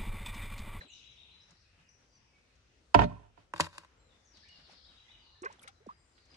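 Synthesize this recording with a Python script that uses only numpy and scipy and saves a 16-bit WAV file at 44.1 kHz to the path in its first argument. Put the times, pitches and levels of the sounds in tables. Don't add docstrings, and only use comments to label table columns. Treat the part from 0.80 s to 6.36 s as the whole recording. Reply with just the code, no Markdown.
import sys
import numpy as np
from scipy import signal
from scipy.io import wavfile
from scipy.ndimage import uniform_filter1d

SR = 44100
rng = np.random.default_rng(int(sys.argv[2]) if len(sys.argv) > 2 else 0)


def dump(signal):
    limited = np.clip(np.atleast_2d(signal).T, -1, 1)
    pcm = np.round(limited * 32767).astype(np.int16)
    wavfile.write(sys.argv[1], SR, pcm)


N = 245195
T = np.arange(N) / SR

# (pitch [Hz], level [dB], t60 [s], pan [dB])
HULL_MODES = [(59.3, -10.5, 0.44, -6), (106.4, -5, 0.26, -2.5), (134.13, -12, 0.28, -0.5),
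              (174.5, -6.5, 0.16, -5), (237.6, -12.5, 0.17, 2.5), (287.3, -7.5, 0.16, 0.5),
              (408.6, -5.5, 0.059, -5.5), (598.5, -4, 0.14, -2.5), (694.7, 1.5, 0.059, -4.5),
              (927, 2, .065, -10.5), (994.5, -8, 0.085, -17.5), (1364, -9.5, 0.054, -16.5),
              (1555, -6.5, 0.051, 4), (1804, -3, .028, 4.5), (2630, -15.5, 0.042, -8.5),
              (2790, -18.5, 0.077, -1), (3225, -13, 0.034, 9.5), (3774, -28.5, 0.037, 22.5)]
FITTING_MODES = [(90, -24.5, 0.27, 4.5), (162, -20, 0.13, 1.5), (325, -17, 0.082, -8),
                 (590, -9.5, 0.053, -1), (1010, -2, 0.025, -8.5), (1077, -3, 0.031, 8.5),
                 (1574, 4, 0.014, -1.5), (2757, -5, 0.021, 10), (2990, -14, 0.0083, -6),
                 (3950, -11, 0.029, 13), (4696, -13, 0.016, 27.5), (9700, -29.5, 0.0074, 8.5),
                 (14100, -1, .008, 2.5)]
# (time [s], strength [dB], contact [ms])
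HULL_KNOCKS = [(2.1426, -20, 0.023), (2.1456, -11, .15), (2.19, -16, 0.12), (2.216, -21, 0.17),
               (2.232, -23, 0.69), (2.312, -39.5, 1), (2.575, -54.5, 0.15)]
FITTING_TAPS = [(2.7364, -26, 0.22), (2.761, -40, 0.11), (2.779, -45, 0.05), (2.7982, -13, 0.32),
                (2.806, -25, 0.023), (2.808, -48, 0.078), (2.868, -38, 0.24), (2.929, -55, 0.1),
                (2.9805, -40, 0.024), (3.034, -51.5, 0.23), (3.047, -50.5, 0.14)]
# (time [s], level [dB])
HULL_PRESSURE = [(2.15, -75), (2.165, -47.5), (2.183, -49), (2.236, -42.5), (2.252, -65.5), (2.451, -78),
                 (2.5, -89)]
FITTING_PRESSURE = [(2.733, -87), (2.76, -67), (2.789, -69.5), (2.807, -39.5), (2.82, -56.5),
                    (2.865, -59.5), (2.876, -75.5), (2.92, -78), (2.94, -73), (2.989, -72.5), (3.07, -91)]
# (middle [s], length [s], level [dB])
BUZZ_SWELLS = [(2.315, 0.021, -49.5), (2.377, 0.079, -63)]

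# (time [s], start pitch [Hz], level [dB])
AIR_POCKETS = [(.01, 1600, -43), (.012, 468, -56), (.045, 289, -61.5), (4.619, 312, -41.5),
               (4.636, 1006, -42.5), (4.64, 412, -41.5), (4.642, 2260, -51), (4.656, 2090, -38),
               (4.657, 2630, -45), (4.659, 1495, -30.5), (4.66, 955, -38.5), (4.672, 476, -56.5),
               (4.7, 943, -48), (4.794, 3240, -53), (4.835, 2170, -51.5), (4.846, 468, -60.5),
               (4.878, 1146, -47.5), (4.885, 700, -56.5), (5.003, 415, -60.5), (5.089, 1095, -38.5),
               (5.106, 1236, -45), (5.118, 1210, -56)]
# (time [s], length [s], start pitch [Hz], end pitch [Hz], level [dB])
BLADE_GULPS = [(5.062, 0.0299, 820, 202.4, -44)]
# (time [s], level [dB])
BLADE_SLOSHES = [(4.632, -38.5), (4.665, -50), (4.84, -53)]
# (time [s], level [dB], centre [Hz], pan [dB])
DROP_HITS = [(.707, -58, 5600, 12), (1.755, -62, 4330, 4), (3.57, -52, 3980, 3), (3.686, -57.5, 6050, -6),
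             (3.92, -58, 5000, -9), (4.62, -46, 6600, -1), (4.647, -45, 4650, 7.5), (4.725, -52.5, 6000, 6),
             (4.793, -59.5, 8740, -5), (4.816, -51, 10050, -1), (4.827, -54, 8100, 18),
             (4.829, -51.5, 3980, 4), (4.832, -48.5, 9800, -9), (4.875, -44.5, 2130, 14),
             (4.8768, -46.5, 9000, 1), (4.878, -51.5, 4500, 21), (5.066, -61.5, 5500, 6.5),
             (5.379, -56.5, 2140, -8), (5.455, -63, 5960, 1), (5.541, -50.5, 3000, -1)]
# (middle [s], level [dB])
LAP_SWELLS = [(0.018, -61.5), (.72, -72.5), (.99, -74), (1.228, -74), (1.57, -75), (1.96, -92),
              (2.6, -71.5), (3.35, -75.5), (3.571, -70.5), (3.8, -71), (3.92, -66.5), (4.12, -69.5),
              (4.3, -76), (4.719, -68), (4.831, -70), (5.11, -74.5), (5.53, -68)]

# (time [s], top pitch [Hz], level [dB], pan [dB])
BIRD_SCOOPS = [(0.083, 3007, -57, 2), (.11, 3950, -59, 9), (.235, 3950, -59, 9.5), (.36, 3900, -58.5, 8),
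               (.49, 4050, -62.5, 7), (4.038, 3950, -62, 6), (4.16, 3950, -63.5, 4.5), (4.28, 3900, -62, 7)]
# (time [s], top pitch [Hz], level [dB], pan [dB])
BIRD_FLICKS = [(1.066, 6180, -71.5, 7), (1.308, 6190, -76, 2)]
# (time [s], length [s], pitch [Hz], level [dB], pan [dB])
BIRD_WHISTLES = [(0, 0.052, 4033, -59.5, 11.5), (.55, .1, 4013, -65, 4), (.966, 0.034, 2620, -75, 9),
                 (1.296, .1, 4750, -83, 14), (1.52, 0.093, 2300, -73.5, 0), (3.17, 0.11, 7540, -79.5, -2),
                 (3.194, .1, 4090, -81, 11), (3.469, 0.081, 5800, -70.5, 6), (3.676, 0.11, 2940, -64, -1.5),
                 (4.31, 0.075, 2993, -65, -5), (4.369, 0.21, 4850, -77, 6.5), (4.385, 0.21, 2967, -74, 3),
                 (4.549, 0.05, 1790, -76, 4), (4.93, .12, 4060, -79.5, 5), (5.1, .12, 5010, -77.5, 7),
                 (5.15, 0.23, 7510, -83, 8), (5.15, 0.2, 8500, -85, 2), (5.311, .13, 5020, -78, 1),
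                 (5.5, 0.043, 5060, -69, 9)]
# (time [s], length [s], start pitch [Hz], end pitch [Hz], level [dB], pan [dB])
BIRD_SLIDES = [(0.072, 0.13, 7730, 4430, -65, 7), (.197, 0.0393, 3050, 2430, -61.5, 3),
               (0.601, 0.04, 4700, 6520, -69, 5), (3.288, .044, 3896, 3504, -69.5, 12),
               (3.437, 0.048, 6590, 5700, -70, 5)]
# (time [s], level [dB], pan [dB])
BIRD_RASPS = [(3.618, -62.5, -5), (4.246, -65, -9)]
# (time [s], length [s], rate [chirps/s], start pitch [Hz], end pitch [Hz], level [dB], pan [dB])
BIRD_TRILLS = [(0.001, 0.52, 24, 4400, 2024, -62, 2.5), (0.169, .2, 9.7, 7640, 4460, -74, 6.5),
               (0.666, .12, 17, 6610, 3500, -70.5, 4.5), (0.819, .24, 14, 2900, 2195, -72.5, 1),
               (1.357, .1, 31, 6060, 4480, -76.5, 4), (1.438, .25, 13, 2948, 2203, -77.5, -1.5),
               (3.52, .5, 14.1, 5910, 3023, -61.5, 5.5), (4.079, .3, 14, 3795, 2290, -68, 4),
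               (4.413, .14, 23, 4760, 3454, -65, 2), (5.339, .25, 16, 5380, 3426, -71.5, 5)]

# (frequency [Hz], relative level [dB])
BED_SPECTRUM = [(15, -32), (25, -6), (69, -4), (172, -19.5), (1090, -23.5), (1720, -22.5), (2020, -26.5),
                (2300, -27.5), (3180, -30), (4300, -32.5), (6040, -30.5), (15000, -65)]


def paddle_on(modes, blows, drag, slips_per_s, slip_hz, swell_cycles, twist_rad, crack_db, crack_hz,
              crack_s, rasp_db, dense_db, dense_hz, dense_s, left_lag_ms):
    t = np.arange(SR // 2) / SR
    body = np.zeros((2, len(t)))
    for k, (hz, db, t60, pan_db) in enumerate(modes):
        wave = np.sin(2 * np.pi * hz * t + (-1) ** k * spread(twist_rad))
        swell = (1 - np.exp(-t * hz / swell_cycles)) ** 2
        body += undb(db + spread(pan_db / 2)) * swell * decay(t, t60) * wave
    hiss = band(rng.standard_normal((2, len(t))), dense_hz, 2 * dense_hz)
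    body += undb(dense_db) * hiss * np.exp(-t / dense_s)

    drag_s, drag_db = np.transpose(drag)
    pressure = undb(np.interp(T, drag_s, drag_db, -200, -200))
    chance, size = rng.random((2, N))
    slips = (chance < slips_per_s / SR) * np.log(size) * pressure
    force = butter(slips * rng.choice([-1, 1], N), 1, slip_hz, "low")
    chatter_level = pressure * undb(rasp_db)
    crack = np.minimum(t / .0014, 1) * np.exp(-t / crack_s)
    for s, db, contact_ms in blows:
        i, ms = int(s * SR), np.clip(contact_ms, .03, 2)
        push = np.hanning(int(ms * SR / 500) + 3)
        force[i:i + len(push)] += undb(db) * push / push.sum()
        chatter_level[i:i + len(t)] += undb(db + crack_db) / ms * crack

    ring = signal.fftconvolve(body, force[None], axes=1)[:, :N]
    mid, side = rng.standard_normal((2, N))
    chatter = butter(chatter_level * (mid + spread(.4 * side)), 2, [1200, crack_hz], "band")
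    return lag_left(ring + chatter, left_lag_ms)


def loose_buzz():
    swell = sum(undb(db) * np.exp(-(2.9 * (T - s) / length) ** 2) for s, length, db in BUZZ_SWELLS)
    return noise_band(hz=1006, width_hz=143) * swell * undb(spread(-3))


def blade_water():
    out = np.zeros((2, N))
    for s, hz, db in AIR_POCKETS:
        length = .02 * (1000 / hz) ** .72
        add(out, glide(length, hz, hz + 100, attack=.088, waver=.083), s, db, pan_db=-2.5)
    for s, length, hz0, hz1, db in BLADE_GULPS:
        add(out, glide(length, hz0, hz1, attack=.23, waver=.017, reach=.57), s, db, pan_db=-2.5)
    for s, db in BLADE_SLOSHES:
        add(out, splash(hz=1300, width_hz=1660, t60=.25), s, db, pan_db=-3)
    for s, db, hz, pan_db in DROP_HITS:
        t60 = .11 * (1000 / hz) ** .51
        add(out, splash(hz, min(1.4 * hz, 4530), t60), s, db, pan_db)
    return lag_left(out, ms=.35)


def splash(hz, width_hz, t60):
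    t = np.arange(SR // 8) / SR
    return noise_band(hz, width_hz, len(t)) / 2 * decay(t, t60) * np.minimum(t / .00063, 1)


def lapping(swish_s=.13):
    swish = sum(undb(db) * np.exp(-(2.5 * (T - s) / swish_s) ** 2) for s, db in LAP_SWELLS)
    bubbles = np.zeros((2, N))
    for when, pitch, size, side in rng.random((3000, 4)):
        hz = 140 * 21 ** pitch
        blip = glide(5 / hz, hz, 1.1 * hz, attack=.28)
        add(bubbles, blip, when * T[-1], db=-3 * np.log(size), pan_db=12 * side - 6)
    spray = unit(band(rng.standard_normal((2, N)), hz=1220, width_hz=3100))
    spray *= undb(2 * wander(24.87) + 2)
    return (unit(bubbles) + spray) * swish


def birds():
    notes, far_calls = np.zeros((2, 2, N))
    for s, hz, db, pan_db in BIRD_SCOOPS:
        scoop = glide(.0759, .82 * hz, hz, attack=.33, waver=.025, reach=.33, sag=.0496)
        add(notes, scoop, s, db, pan_db)
    for s, hz, db, pan_db in BIRD_FLICKS:
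        flick = glide(.1, .73 * hz, hz, attack=.29, waver=.011, reach=.3, sag=.1)
        add(notes, flick, s, db, pan_db)
    for s, db, pan_db in BIRD_RASPS:
        add(far_calls, glide(.06, hz0=1980, hz1=2594, attack=.3, waver=.079), s, db, pan_db)
    for s, length, hz, db, pan_db in BIRD_WHISTLES:
        add(notes, glide(length, hz, .96 * hz, attack=.24, waver=.012), s, db, pan_db)
    for s, length, hz0, hz1, db, pan_db in BIRD_SLIDES:
        add(notes, glide(length, hz0, hz1, attack=.34, waver=.03), s, db, pan_db)
    for s, length, rate, hz0, hz1, db, pan_db in BIRD_TRILLS:
        for k, (late, sharp) in enumerate(rng.standard_normal((16, 2))):
            chirp = glide(.99 / rate, hz0 * (1 + .049 * sharp), hz1, attack=.3, waver=.02)
            if k / rate < length:
                add(far_calls, chirp, s + (k + .06 * late) / rate, db, pan_db)
    flutter = undb(2.1 * wander(40) + 3.9 * wander(250))
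    direct = flutter * (undb(-1) * notes + undb(-11) * far_calls)
    return direct + woods_echo(notes + far_calls)


def woods_echo(calls, t60=.65, wet_db=4):
    t = np.arange(SR) / SR
    tail = rng.standard_normal((2, SR)) * decay(t, t60) * np.minimum(t / .01, 1)
    tail *= undb(wet_db) / np.sqrt(np.sum(tail ** 2) / 2)
    return signal.fftconvolve(calls, tail, axes=1)[:, :N]


def river_bed_tone(level_db=-67):
    out, swell = 0, wander(7.2)
    curve_hz, curve_db = np.transpose(BED_SPECTRUM)
    for hz in 30 * 2 ** np.arange(0, 9, .5):
        mid, side = band(rng.standard_normal((2, N)), hz, hz / 3)
        mono = 1 / (1 + (hz / 400) ** 2)
        db = np.interp(np.log(hz), np.log(curve_hz), curve_db) + .5 * swell + 2.5 * wander(7.4)
        out += undb(db) * (np.sqrt(1 + mono) * mid + np.sqrt(1 - mono) * spread(side))
    return unit(out) * undb(level_db + spread(1.2))


def glide(length, hz0, hz1, attack, waver=0., reach=.91, sag=0.):
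    u = np.arange(int(length * SR)) / (length * SR)
    envelope = np.sin(np.pi / 2 * np.minimum(u / attack, (1 - u) / (1 - attack)))
    wobble = np.interp(u * length, np.arange(64) / 120, rng.standard_normal(64))
    slide = np.minimum(u / reach, 1)
    hz = hz0 * (hz1 / hz0) ** slide * (1 + waver * wobble - sag * u)
    return envelope * np.sin(2 * np.pi * np.cumsum(hz) / SR)


def wander(rate):
    hold = int(SR / rate)
    steps = np.repeat(rng.standard_normal(N // hold + 1), hold)
    return unit(uniform_filter1d(uniform_filter1d(steps, hold), hold)[:N])


def noise_band(hz, width_hz, n=N):
    return unit(band(band(rng.standard_normal(n), hz, width_hz), hz, width_hz))


def band(x, hz, width_hz):
    low = np.sqrt(hz ** 2 + width_hz ** 2 / 4) - width_hz / 2
    return butter(x, 2, [low, min(low + width_hz, .45 * SR)], "band")


def butter(x, order, hz, kind):
    return signal.sosfilt(signal.butter(order, hz, kind, fs=SR, output="sos"), x)


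def add(out, x, s, db, pan_db):
    i = int(np.clip(s, 0, T[-1]) * SR)
    out[:, i:i + len(x)] += undb(db + spread(pan_db / 2)) * x[:N - i]


def lag_left(x, ms):
    return np.array([np.roll(x[0], int(ms * SR / 1000)), x[1]])


def spread(x):
    return x * np.array([[1], [-1]])


def decay(t, t60):
    return np.exp(-np.log(1000) * t / t60)


def undb(db):
    return 10 ** (np.asarray(db, float) / 20)


def unit(x):
    return x / np.sqrt(np.mean(x ** 2))


def scene():
    hull = paddle_on(HULL_MODES, HULL_KNOCKS, HULL_PRESSURE, slips_per_s=2500, slip_hz=2470,
                     swell_cycles=.84, twist_rad=.4, crack_db=-26.5, crack_hz=4200, crack_s=.0032,
                     rasp_db=-13.5, dense_db=1, dense_hz=1600, dense_s=.01, left_lag_ms=.41)
    fitting = paddle_on(FITTING_MODES, FITTING_TAPS, FITTING_PRESSURE, slips_per_s=4000, slip_hz=8000,
                        swell_cycles=.36, twist_rad=.37, crack_db=-23, crack_hz=9700, crack_s=.002,
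                        rasp_db=8, dense_db=5.5, dense_hz=1834, dense_s=.004, left_lag_ms=.18)
    return hull + fitting + loose_buzz() + blade_water() + lapping() + birds() + river_bed_tone()


def record(dry):
    x = butter(dry, 4, 45, "high")
    x = signal.sosfilt(signal.ellip(6, .5, 17, 11400, fs=SR, output="sos"), x)
    return signal.sosfilt(signal.ellip(8, .2, 70, 16200, fs=SR, output="sos"), x)


dry = scene()
out = record(dry)
dump(out)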